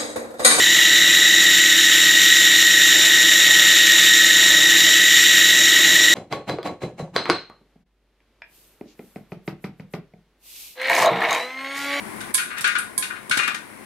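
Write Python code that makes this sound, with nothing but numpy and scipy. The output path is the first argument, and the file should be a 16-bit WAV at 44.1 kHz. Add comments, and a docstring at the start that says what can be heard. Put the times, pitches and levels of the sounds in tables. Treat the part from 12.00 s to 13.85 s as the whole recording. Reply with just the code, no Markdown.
"""Popcorn pops in an electric popper on a kitchen counter, heard close by on two unlike microphones.
Hulls burst as bright noise snaps that ring the air under the plastic dome; the kitchen answers.
Flying kernels knock the dome (noise clacks and ringing modes) and click on the hot plate.
Low noise puffs shove the ringing housing; the stirring motor rumbles and hums, and the oil hisses.
The recorder turns itself down for loud sounds and recovers slowly."""
import sys
import numpy as np
from scipy import signal
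from scipy.fft import rfft, irfft
from scipy.io import wavfile
from scipy.ndimage import uniform_filter1d

SR = 44100
rng = np.random.default_rng(int(sys.argv[2]) if len(sys.argv) > 2 else 0)


def dump(signal):
    """Clip the signal to [-1, 1] and save it as 16-bit WAV at the path in sys.argv[1]."""
    limited = np.clip(np.atleast_2d(signal).T, -1, 1)
    pcm = np.round(limited * 32767).astype(np.int16)
    wavfile.write(sys.argv[1], SR, pcm)


N = 81585
TIME = np.arange(N) / SR
FFT_SIZE = 2 ** 17
FREQS = np.maximum(np.fft.rfftfreq(FFT_SIZE, 1 / SR), 1)
CUTOFF_HZ = 15800   # top of the recorded band
PIVOT_HZ = 1680     # parts the dome's low modes from its high ones

# Kernels strike the dome. Each row: start in seconds, level in dB, brightness in dB per octave,
# swell in seconds, level of the low modes in dB, level of the high modes in dB.
KNOCKS = [(0.206, -36.5, 1.5, 0.003, 4, -16), (0.377, -19.5, 3.5, 0.001, -5, -15),
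          (.386, -21.5, -0.5, 0.013, 7, 5), (0.499, -25.5, -6.5, 0.0099, 6, 3.5),
          (.527, -35, -6, 0.0074, 10, 4), (0.564, -20, -1.5, 0.016, -5, -7),
          (0.611, -30.5, 14, 0.0013, -5, -10), (0.642, -12.5, 0, 0.001, 6, -8),
          (0.659, -15.5, 0, 0.018, 8, 6), (0.751, -18, -2.5, 0.0017, 9.5, -4),
          (0.781, -29, -18.5, 0.0017, -28, 4), (1.023, -20.5, 3.5, 0.002, -2, 0.5),
          (1.098, -26.5, -9, 0.009, 8, -1.5), (1.153, -31, -5, 0.0088, -10, -2),
          (1.3098, -15, 3.5, 0.0031, 8.5, 5.5), (1.373, -17, 4.5, 0.0018, -7, -4),
          (1.387, -14, -8, 0.0061, -28, 5.5), (1.431, -22, 1, 0.0017, 6, 10.5),
          (1.477, -15.5, -6, 0.00056, -20, -5), (1.544, -29.5, 3, 0.0008, 6, -11)]


def from_db(db):
    """Decibels to gain."""
    return 10 ** (np.asarray(db) / 20)


def rms_one(x):
    """Scale to rms 1."""
    return x / np.sqrt(np.mean(x ** 2) + 1e-20)


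def at_hz(points):
    """Read a table along the log-frequency axis."""
    hz, value = np.transpose(points)
    return np.interp(np.log(FREQS), np.log(hz), value)


def filtered(x, response):
    """Apply a frequency response."""
    return irfft(rfft(x, FFT_SIZE) * response)[..., :N]


def colour(db):
    """Causal (minimum-phase) response with this shape; white noise keeps its level."""
    cepstrum = irfft(np.log(rms_one(from_db(db))))
    # Fold the cepstrum onto positive time, so that nothing sounds early.
    cepstrum[..., 1:FFT_SIZE // 2] *= 2
    cepstrum[..., FFT_SIZE // 2 + 1:] = 0
    return np.exp(rfft(cepstrum))


def tilt(hz, pivot_hz, slope_db):
    """Decibels gained by a slope per octave, flat below 1 kHz."""
    return slope_db * np.log2(np.maximum(hz, 1000) / pivot_hz)


def decay(start, t60):
    """Envelope that jumps to 1 and falls 60 dB in t60 seconds."""
    return (TIME >= start) * from_db(-60 * np.clip((TIME - start) / t60, 0, 3))


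def swell(start, rise_s):
    """Ramp from 0 to 1."""
    return np.clip((TIME - start) / max(rise_s, 1 / SR), 0, 1)


def drift(hz):
    """Smooth random wandering of spread 1, with this many new values a second."""
    return rms_one(np.interp(TIME * hz, np.arange(N), rng.standard_normal(N)))


def diffuse():
    """Unrelated noise at each microphone."""
    return rng.standard_normal((2, N))


def paired():
    """Noise that both microphones share mostly in the bass."""
    # Each row: frequency in Hz, likeness of the two microphones from 0 to 1.
    likeness = [(50, 0.75), (250, 0.8), (600, 0.22), (1200, 0.17), (3000, .05)]
    alike = np.clip(at_hz(likeness), 0, 1)
    shared = filtered(rng.standard_normal(N), np.sqrt(alike))
    separate = filtered(diffuse(), np.sqrt(1 - alike))
    return shared + separate


def ripple(width_hz):
    """Random peaks and dips along frequency, different at each microphone; spread 1."""
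    sides = [np.interp(FREQS / width_hz, np.arange(N), side) for side in diffuse()]
    return rms_one(np.array(sides))


def ring(clicks, hz, t60):
    """Each click starts a dying tone in a one-pole complex resonator."""
    pole = np.exp((2j * np.pi * hz - np.log(1000) / t60) / SR)
    return signal.lfilter([1], [1, -pole], clicks + 1e-18).real


def struck(events, modes):
    """One body rung by a series of events, the same at both microphones."""
    s, db = np.transpose(events)[:2]
    clicks = np.zeros(N)
    clicks[(s * SR).astype(int)] = from_db(db)
    return sum(from_db(mode_db) * ring(clicks, hz, t60) for hz, mode_db, t60 in modes)


def snaps(events, spectrum, t60, echo_db, room_db):
    """Each noise snap echoes raggedly under the dome and fades, duller, in the room."""
    pivot_hz, rise_s = 8000, 0.0002
    ripple_db, ripple_width_hz = 2.8, 110
    rough_db, ragged_limit = 4, 1.44   # swing of the echoes, and its largest value in spreads
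    echo_t60_s, room_t60_s, room_cut_hz = 0.073, 0.35, 14000
    shape_db = at_hz(spectrum) + ripple_db * ripple(ripple_width_hz)
    walls = signal.butter(2, room_cut_hz, fs=SR, output="sos")   # the room swallows the top
    out = 0
    for s, db, slope_db in events:
        ragged = rms_one(from_db(rough_db * np.clip(drift(1000), -ragged_limit, ragged_limit)))
        fading = np.hypot(decay(s, t60), from_db(echo_db) * decay(s, echo_t60_s))
        near = diffuse() * ragged * fading
        far = signal.sosfilt(walls, diffuse()) * from_db(room_db) * decay(s, room_t60_s)
        response = colour(shape_db + tilt(FREQS, pivot_hz, slope_db))
        out = out + from_db(db) * filtered(swell(s, rise_s) * (near + far), response)
    return out


def motor():
    """The stirrer: coloured noise for the rumble, with a few tones wavering in level and phase."""
    # Rumble. Each row: frequency in Hz, level in dB.
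    rumble_colour = [(28, -56), (47, -33), (90, -10), (160, -6), (215, -0.5), (350, 2), (450, -7),
                     (750, -6), (1050, -4), (1300, -8.5), (2100, -4.5), (3000, -20.5), (6000, -25),
                     (16000, -53)]
    # Tones. Each row: frequency in Hz, level in dB.
    hum_tones = [(209.9, -51.5), (352, -58.5), (1035, -56)]
    rumble_db, waver_depth, waver_hz = -39, 0.35, 5
    out = from_db(rumble_db) * filtered(paired(), colour(at_hz(rumble_colour)))
    for hz, db in hum_tones:
        waver = 1 + waver_depth * (drift(waver_hz) + 1j * drift(waver_hz))
        tone = np.real(waver * np.exp(2j * np.pi * hz * TIME))
        out = out + from_db(db) * np.sqrt(2) * tone
    return out


def sizzle():
    """Hot oil: fine hiss whose level flutters quickly, which makes it grainy."""
    # Each row: frequency in Hz, level in dB.
    hiss_colour = [(1000, 5), (3500, -3.5), (6800, -7), (8500, -1), (10300, 4), (12500, -9), (16000, -15.5)]
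    level_db, rough_db, grain_hz = -42.5, 0.5, 1300
    grains = rms_one(diffuse() * from_db(rough_db * drift(grain_hz)))
    return from_db(level_db) * filtered(grains, colour(at_hz(hiss_colour)))


def plate_ticks():
    """A hard kernel clicks on the hot plate: a short snap of noise, with little room."""
    # Each row: start in seconds, level in dB, brightness in dB per octave.
    clicks = [(.205, -39, -3.5), (.583, -26, 5.5), (.608, -19.5, 0.5), (1.372, -16.5, -1),
              (1.477, -18.5, -1.5), (1.5455, -20.5, -4.5)]
    # Each row: frequency in Hz, level in dB.
    click_colour = [(60, -50), (500, -22), (1100, -1), (2500, -2.5), (5000, -0.5), (10000, -1),
                    (12000, -6.5), (16000, -26)]
    return snaps(clicks, click_colour, t60=0.037, echo_db=-0.5, room_db=-13)


def dome_clacks():
    """Each knock sets off the dome's many weak, crowded modes, which die fast and linger in the room."""
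    # Each row: frequency in Hz, level in dB.
    dome_colour = [(60, -58), (250, -27), (800, -27.5), (1020, -21.5), (1200, -9), (1480, -5), (1800, -6.5),
                   (2400, -8), (3600, -10), (5000, -17.5), (7000, -21.5), (10000, -24.5), (12500, -44),
                   (16000, -55)]
    clack_db, clack_t60_s = 1, 0.089
    room_db, room_t60_s = -1, 0.32
    ripple_db, ripple_width_hz = 3.5, 45   # peaks and dips of the crowded modes
    shape_db = at_hz(dome_colour) + ripple_db * ripple(ripple_width_hz)
    out = 0
    for s, db, slope_db, rise_s, _, _ in KNOCKS:
        near = from_db(clack_db) * decay(s, clack_t60_s)
        far = from_db(room_db) * decay(s, room_t60_s)
        envelope = swell(s, rise_s) * np.hypot(near, far)
        response = colour(shape_db + tilt(FREQS, PIVOT_HZ, slope_db))
        out = out + from_db(db) * filtered(diffuse() * envelope, response)
    return out


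def dome_ring():
    """The dome's strong modes swell and ring on, in new phases at each microphone for every knock."""
    # Each row: frequency in Hz, level in dB.
    dome_modes = [(1222, -7), (1297, -14), (1437, 2.5), (1470, -0.5), (1512, 3), (1577, -1), (1637, -2.5),
                  (1930, -5), (2019, -3), (2207, -0.5), (2449, 2), (2574, -8), (2776, 0), (3435, -12.5),
                  (3752, -26), (4215, -8)]
    modes_db, pivot_t60_s, t60_slope = -10.5, 0.31, 0.13
    hz, mode_db = np.transpose(dome_modes)
    t60 = pivot_t60_s * (PIVOT_HZ / hz) ** t60_slope   # high modes die sooner
    length = N // 2
    tones = np.exp(np.outer(2j * np.pi * hz - np.log(1000) / t60, TIME[:length]))
    out = np.zeros((2, 2 * N))
    for s, db, _, rise_s, low_db, high_db in KNOCKS:
        gain = from_db(db + mode_db + np.where(hz < PIVOT_HZ, low_db, high_db))
        turn = rng.standard_normal((2, len(hz)))
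        weights = gain * np.exp(2j * np.pi * turn)
        start = int(s * SR)
        out[:, start:start + length] += (weights @ tones).real * swell(0, rise_s)[:length]
    return from_db(modes_db) * out[:, :N]


def pops():
    """A hull cracks: a bright snap of noise, and the air under the dome rings with it."""
    # Each row: start in seconds, level in dB, brightness in dB per octave.
    cracks = [(0.212, -37.5, 2), (.3405, -16.5, 15), (0.344, -6.5, 0), (.675, -24.5, 0), (0.7841, -19, 2),
              (.978, -10.5, 4.5), (1.296, -24, -4), (1.3115, -26, 0)]
    # Each row: frequency in Hz, level in dB.
    crack_colour = [(60, -62), (250, -48), (750, -41), (1050, -24), (1650, -11), (2600, -16.5), (3400, -5),
                    (6200, -8), (9000, 1.5), (10500, 2.5), (12500, -12), (16000, -30)]
    # Air under the dome. Each row: frequency in Hz, level in dB, time to fall 60 dB in seconds.
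    air_modes = [(1034, -20, 0.25), (1658, -18, 0.42), (2234, -26, 0.42), (3250, -23.5, 0.24),
                 (4130, -23, 0.2), (4880, -19, .07)]
    snap = snaps(cracks, crack_colour, t60=0.038, echo_db=1, room_db=-6.5)
    return snap + struck(cracks, air_modes)


def thumps():
    """A burst of steam shoves the popper: a dull puff of noise, and the housing rings after it."""
    # Each row: start in seconds, level in dB.
    shoves = [(0.342, -39), (0.606, -38.5), (0.977, -32.5), (1.296, -28.5), (1.366, -25)]
    # Each row: frequency in Hz, level in dB.
    puff_colour = [(30, -48), (50, -22), (90, 1), (140, 12.5), (220, 8.5), (500, 3.5), (850, -3),
                   (1200, -28), (3000, -52)]
    # Each row: frequency in Hz, level in dB, time to fall 60 dB in seconds.
    housing_modes = [(290, -7, 0.076), (556, -11, 0.3), (813, -13.5, 0.68), (1036, -10, 1)]
    t60_s, rise_s = 0.11, 0.0031
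    envelope = sum(from_db(db) * decay(s, t60_s) * swell(s, rise_s) for s, db in shoves)
    puffs = filtered(paired() * envelope, colour(at_hz(puff_colour)))
    return puffs + struck(shoves, housing_modes)


def scene():
    """Ticks, knocks, pops and thumps over the running popper."""
    running = motor() + sizzle()
    knocks = dome_clacks() + dome_ring()
    return running + plate_ticks() + knocks + pops() + thumps()


def gain_control(x):
    """The recorder looks ahead, turns down for a loud sound and recovers slowly."""
    threshold_db, range_db = -29, 6.5
    release_db_per_s, look_ahead_s = 1.5, 0.021
    power = uniform_filter1d(np.mean(x ** 2, axis=0), size=256)
    over = 10 * np.log10(np.maximum(power, 1e-12)) - threshold_db
    # The highest excess so far, sinking at the release rate.
    recovered = release_db_per_s * TIME
    held = np.maximum.accumulate(over + recovered) - recovered
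    cut_db = uniform_filter1d(np.clip(held, 0, range_db), size=400)
    return x * from_db(-np.interp(TIME + look_ahead_s, TIME, cut_db))


def record(dry):
    """A dull, later left microphone and a bright right one; gain control, rounded peaks, band limits."""
    # Each row: frequency in Hz, left minus right in dB.
    mic_balance = [(60, 11.1), (1500, 10.5), (2800, 8.9), (4200, 1), (6500, 0.2), (9000, -10), (10600, -3),
                   (12500, -10), (15000, -14)]
    left_lag_s, ceiling, low_cut_hz = 0.000872, 0.95, 42
    half_db = at_hz(mic_balance) / 2
    left = from_db(half_db) * np.exp(-2j * np.pi * FREQS * left_lag_s)
    right = from_db(-half_db)
    levelled = gain_control(filtered(dry, np.array([left, right])))
    heard = ceiling * np.tanh(levelled / ceiling)
    bottom_cut = signal.butter(4, low_cut_hz, "high", fs=SR, output="sos")
    top_cut = signal.ellip(12, 0.1, 80, CUTOFF_HZ, fs=SR, output="sos")
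    return signal.sosfilt(top_cut, signal.sosfilt(bottom_cut, heard))


dry = scene()
out = record(dry)
dump(out)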